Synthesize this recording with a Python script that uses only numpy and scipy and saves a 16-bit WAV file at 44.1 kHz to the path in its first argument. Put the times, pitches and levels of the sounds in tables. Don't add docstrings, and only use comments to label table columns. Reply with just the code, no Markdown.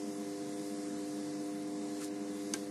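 import sys
import numpy as np
from scipy import signal
from scipy.fft import rfft, irfft
from scipy.io import wavfile
from scipy.ndimage import uniform_filter1d

SR = 44100
rng = np.random.default_rng(int(sys.argv[2]) if len(sys.argv) > 2 else 0)


def gain_from_db(level_db):
    decades = np.asarray(level_db, float) / 20
    return 10 ** decades


def transcribe(u):
    v = np.clip(np.atleast_2d(u).T, -1, 1)
    q = np.round(v * 32767).astype(np.int16)
    wavfile.write(sys.argv[1], SR, q)


N = 119070


def unit(x):
    return x / np.sqrt(np.mean(x ** 2))


def noise():
    return rng.standard_normal(N)


def band(x, hz, width):
    return signal.lfilter(*signal.iirpeak(min(hz, .45 * SR), hz / width, fs=SR), x)


def butter(x, order, hz, kind):
    return signal.sosfilt(signal.butter(order, hz, kind, fs=SR, output="sos"), x)


def walk(rate):
    hold = int(SR / rate)
    steps = np.repeat(rng.standard_normal(N // hold + 1), hold)
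    return 1.65 * uniform_filter1d(uniform_filter1d(steps, hold), hold)[:N]


# multiple of the buzz pitch, level in dB rms.
BUZZ_PARTIALS = [(1, -71), (2, -60), (3, -42.8), (4, -50), (5, -51.5), (6, -68), (7, -58), (10, -71),
                 (11, -77), (17, -78), (18, -80)]


def mains_buzz(t):
    buzz_hz, spread_rad, wobble_db = 100.06, 1.3, .6
    out = 0
    for multiple, db in BUZZ_PARTIALS:
        level = np.sqrt(2) * gain_from_db(db + wobble_db * walk(2.7))
        phase = spread_rad * multiple ** 2 + 0.3 * walk(4.83)
        out = out - level * np.cos(2 * np.pi * multiple * buzz_hz * t + phase)
    return out


# pitch in Hz, width in Hz, level in dB.
BOOMS = [(147.6, 8.1, -62.5), (170.7, 26, -77.5), (186.4, 9.1, -63), (210.5, 10.5, -51.5), (248, 6.9, -59),
         (282.4, 40, -61.5), (316, 10.3, -57.5), (414.5, 36, -61.5), (713.3, 28, -67), (1024, 56, -70),
         (1108, 19, -74.5), (1686, 105, -71), (2038, 140, -69)]


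def room_boom():
    out = 0
    for hz, width, db in BOOMS:
        once = band(noise(), hz, 1.5 * width)
        out = out + gain_from_db(db) * unit(band(once, hz, 1.5 * width))
    return out


def coloured(shape):
    swell_db, flicker_db, third_octave = .5, .8, np.log(2) / 3
    log_hz = np.log(np.maximum(np.fft.rfftfreq(N, 1 / SR), 1))
    hz, db = np.array(shape).T
    spectrum = rfft(noise()) * gain_from_db(np.interp(log_hz, np.log(hz), db, right=-80))
    out, swell = 0, walk(4)
    for centre in np.arange(np.log(20), np.log(16000), third_octave):
        share = np.clip(1 - abs(log_hz - centre) / third_octave, 0, 1)
        part = irfft(spectrum * share, N)
        out = out + part * gain_from_db(swell_db * swell + flicker_db * walk(10))
    return unit(out)


# pitch in Hz, level in dB per Hz.
RUMBLE_COLOUR = [(25, -8), (70, -19), (120, -8.5), (200, 0.5), (330, -4), (600, -6.5), (1200, -12.5),
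                 (3200, -18.5)]


def fan_rumble():
    return gain_from_db(-54) * coloured(RUMBLE_COLOUR)


# pitch in Hz, level in dB per Hz.
HISS_COLOUR = [(2500, -34.5), (3400, -4.5), (4000, -3), (5500, -1.5), (7000, -2), (9000, -3), (11500, -8),
               (15000, -14.5)]
# time in seconds, level in dB.
HISS_LEVELS = [(0, -54), (.8, -54.5), (.92, -55), (.99, -55.5), (1.1, -54), (1.45, -54.5), (1.55, -56),
               (1.77, -56), (1.9, -54.5), (2.07, -53.5), (2.1, -57.5), (2.23, -57.5), (2.37, -54.5),
               (2.5, -53.5), (2.6, -52), (2.7, -57)]


def air_hiss(t):
    return coloured(HISS_COLOUR) * gain_from_db(np.interp(t, *np.array(HISS_LEVELS).T))


# start in seconds, length in seconds, hiss in dB, scrape in dB, scrape pitch in Hz.
PAPER_SLIDES = [
    (1.985, .085, -49.5, -72, 4500),
    (2.0, .04, -72, -54.5, 1370),
    (1.98, .065, -72, -58, 2400),
    (2.3, .23, -61, -66, 1100),
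    (.97, .05, -61, -72, 2000),
]


def paper(t):
    hiss_hz, hiss_width, grain_db = 7200, 5500, 3
    out = 0
    for start, length, hiss_db, scrape_db, hz in PAPER_SLIDES:
        corners = start + length * np.array([0, .46, .86, 1])
        env = np.interp(t, corners, [0.0092, 1, 0.97, 0.05])
        grains = gain_from_db(grain_db * rng.exponential(size=N))
        rub = noise() * grains * gain_from_db(0.51 * walk(150))
        bright = unit(band(band(rub, hiss_hz, hiss_width), hiss_hz, 2 * hiss_width))
        scrape = unit(band(band(rub, hz, 0.23 * hz), hz, .5 * hz))
        out = out + env * (gain_from_db(hiss_db) * bright + gain_from_db(scrape_db) * scrape)
    return out


def ring(x, modes):
    out = 0
    for hz, db, t60 in modes:
        pole = np.exp(2j * np.pi * hz / SR - np.log(1000) / (t60 * SR))
        out = out + gain_from_db(db) * signal.lfilter([1], [1, -pole], x).imag
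    return out


# time in seconds, level in dB.
BAR_HITS = [
    (2.5369, -30),
    (2.5373, -25.5),
    (2.5379, -25),
    (2.539, -26.5),
    (2.5401, -34),
    (2.5465, -40),
    (2.5492, -39),
]
# pitch in Hz, level in dB, time to fade by 60 dB in seconds.
BAR_MODES = [(3460, -19, 0.0095), (4240, -18, .008), (4590, -2.5, 0.0077), (5100, -4, 0.0069),
             (6010, 2.5, 0.015), (6420, 0, 0.013), (7270, -14, .012), (7997, -4.5, 0.013),
             (8920, -2, 0.015), (9600, -11, 0.011), (10900, -13, 0.013), (11400, -20, 0.0098)]


def steel_bar():
    hits = np.zeros(N)
    for s, db in BAR_HITS:
        hits[int(s * SR)] += gain_from_db(db) / 2
    return butter(ring(hits, BAR_MODES), 2, [3030, 11500], "band")


# pitch in Hz, level in dB, time to fade by 60 dB in seconds.
TABLE_MODES = [(330, 3, 0.054), (490, -5.5, 0.054), (846, -11, 0.037), (1055, -11.5, 0.083),
               (1326, -9.5, 0.055), (1585, -4, 0.086), (2050, -9, 0.061), (2252, -3.5, 0.056),
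               (2420, -14, .04), (2940, -18, 0.036), (3500, -12, .03)]


def steel_table(t):
    push_at_s, push_s = 2.5398, .0001
    push = np.exp(-((t - push_at_s) / push_s) ** 2)
    table = band(ring(push, TABLE_MODES), 920, 2700)
    return gain_from_db(-26) * table / abs(table).max()


def room_tail(t):
    high_t60_s, low_t60_s = .13, .22
    after = np.maximum(t - BAR_HITS[1][0], 0)
    high = gain_from_db(-44 - 60 * after / high_t60_s) * unit(band(noise(), 4700, 7400))
    low = gain_from_db(-49 - 60 * after / low_t60_s) * unit(band(noise(), 1800, 2400))
    return (after > 0) * (high + low)


def scene():
    t = np.arange(N) / SR
    machine = mains_buzz(t) + room_boom() + fan_rumble() + air_hiss(t)
    snap = steel_bar() + steel_table(t) + room_tail(t)
    mono = machine + paper(t) + snap
    return np.array([mono, mono])


# pitch in Hz, limit in dB from the usual level; quieter bands are muted.
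GATE_LIMITS = [(1500, -6), (2400, -3.6), (3200, -1.2), (3600, -1.6), (4500, -2.6), (6000, -3.6),
               (8500, -2.6), (11000, -1), (11900, -.8), (12150, 1.5), (12300, 9)]


def noise_gate(x):
    follow, ceiling = .7, 2.0
    padded = np.pad(x, (0, 4096), "reflect")
    f, _, z = signal.stft(padded, SR, nperseg=2048, noverlap=1536, boundary="even")
    power = uniform_filter1d(uniform_filter1d(abs(z) ** 2, size=6, axis=0), size=4, axis=1)
    usual = uniform_filter1d(np.median(power, axis=1), size=15)[:, None]
    around = uniform_filter1d(uniform_filter1d(power / usual, size=70, axis=0), size=7, axis=1)
    limit_db = np.interp(f, *np.array(GATE_LIMITS).T, left=-99)[:, None]
    limit = usual * np.minimum(around, ceiling) ** follow * gain_from_db(2 * limit_db)
    return signal.istft(z * (power > limit), SR, nperseg=2048, noverlap=1536)[1][:N]


# middle in seconds, lowest Hz, highest Hz.
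SIDE_PUFFS = [(.12, 4200, 5700), (.26, 7600, 9000), (.35, 9000, 10400), (.47, 9000, 11100),
              (.68, 4200, 5200), (.89, 9000, 10400), (.96, 5700, 6900), (1.4, 4700, 5700),
              (1.98, 4200, 6900)]


def side_noise(t):
    puff_s = .046
    side = 0
    for s, low_hz, high_hz in SIDE_PUFFS:
        env = np.cos(np.pi * np.clip((t - s) / puff_s, -.5, .5))
        side = side + env * unit(butter(noise(), 6, [low_hz, high_hz], "band"))
    return gain_from_db(-66.5) * side * np.array([[1], [-1]])


def top_cut(x):
    return signal.sosfilt(signal.butter(12, 13200, fs=SR, output="sos"), x)


def record(dry):
    t = np.arange(N) / SR
    mono = noise_gate(butter(dry[0], 2, 67, "high"))
    mix = mono + side_noise(t)
    return top_cut(mix)


dry = scene()
out = record(dry)
transcribe(out)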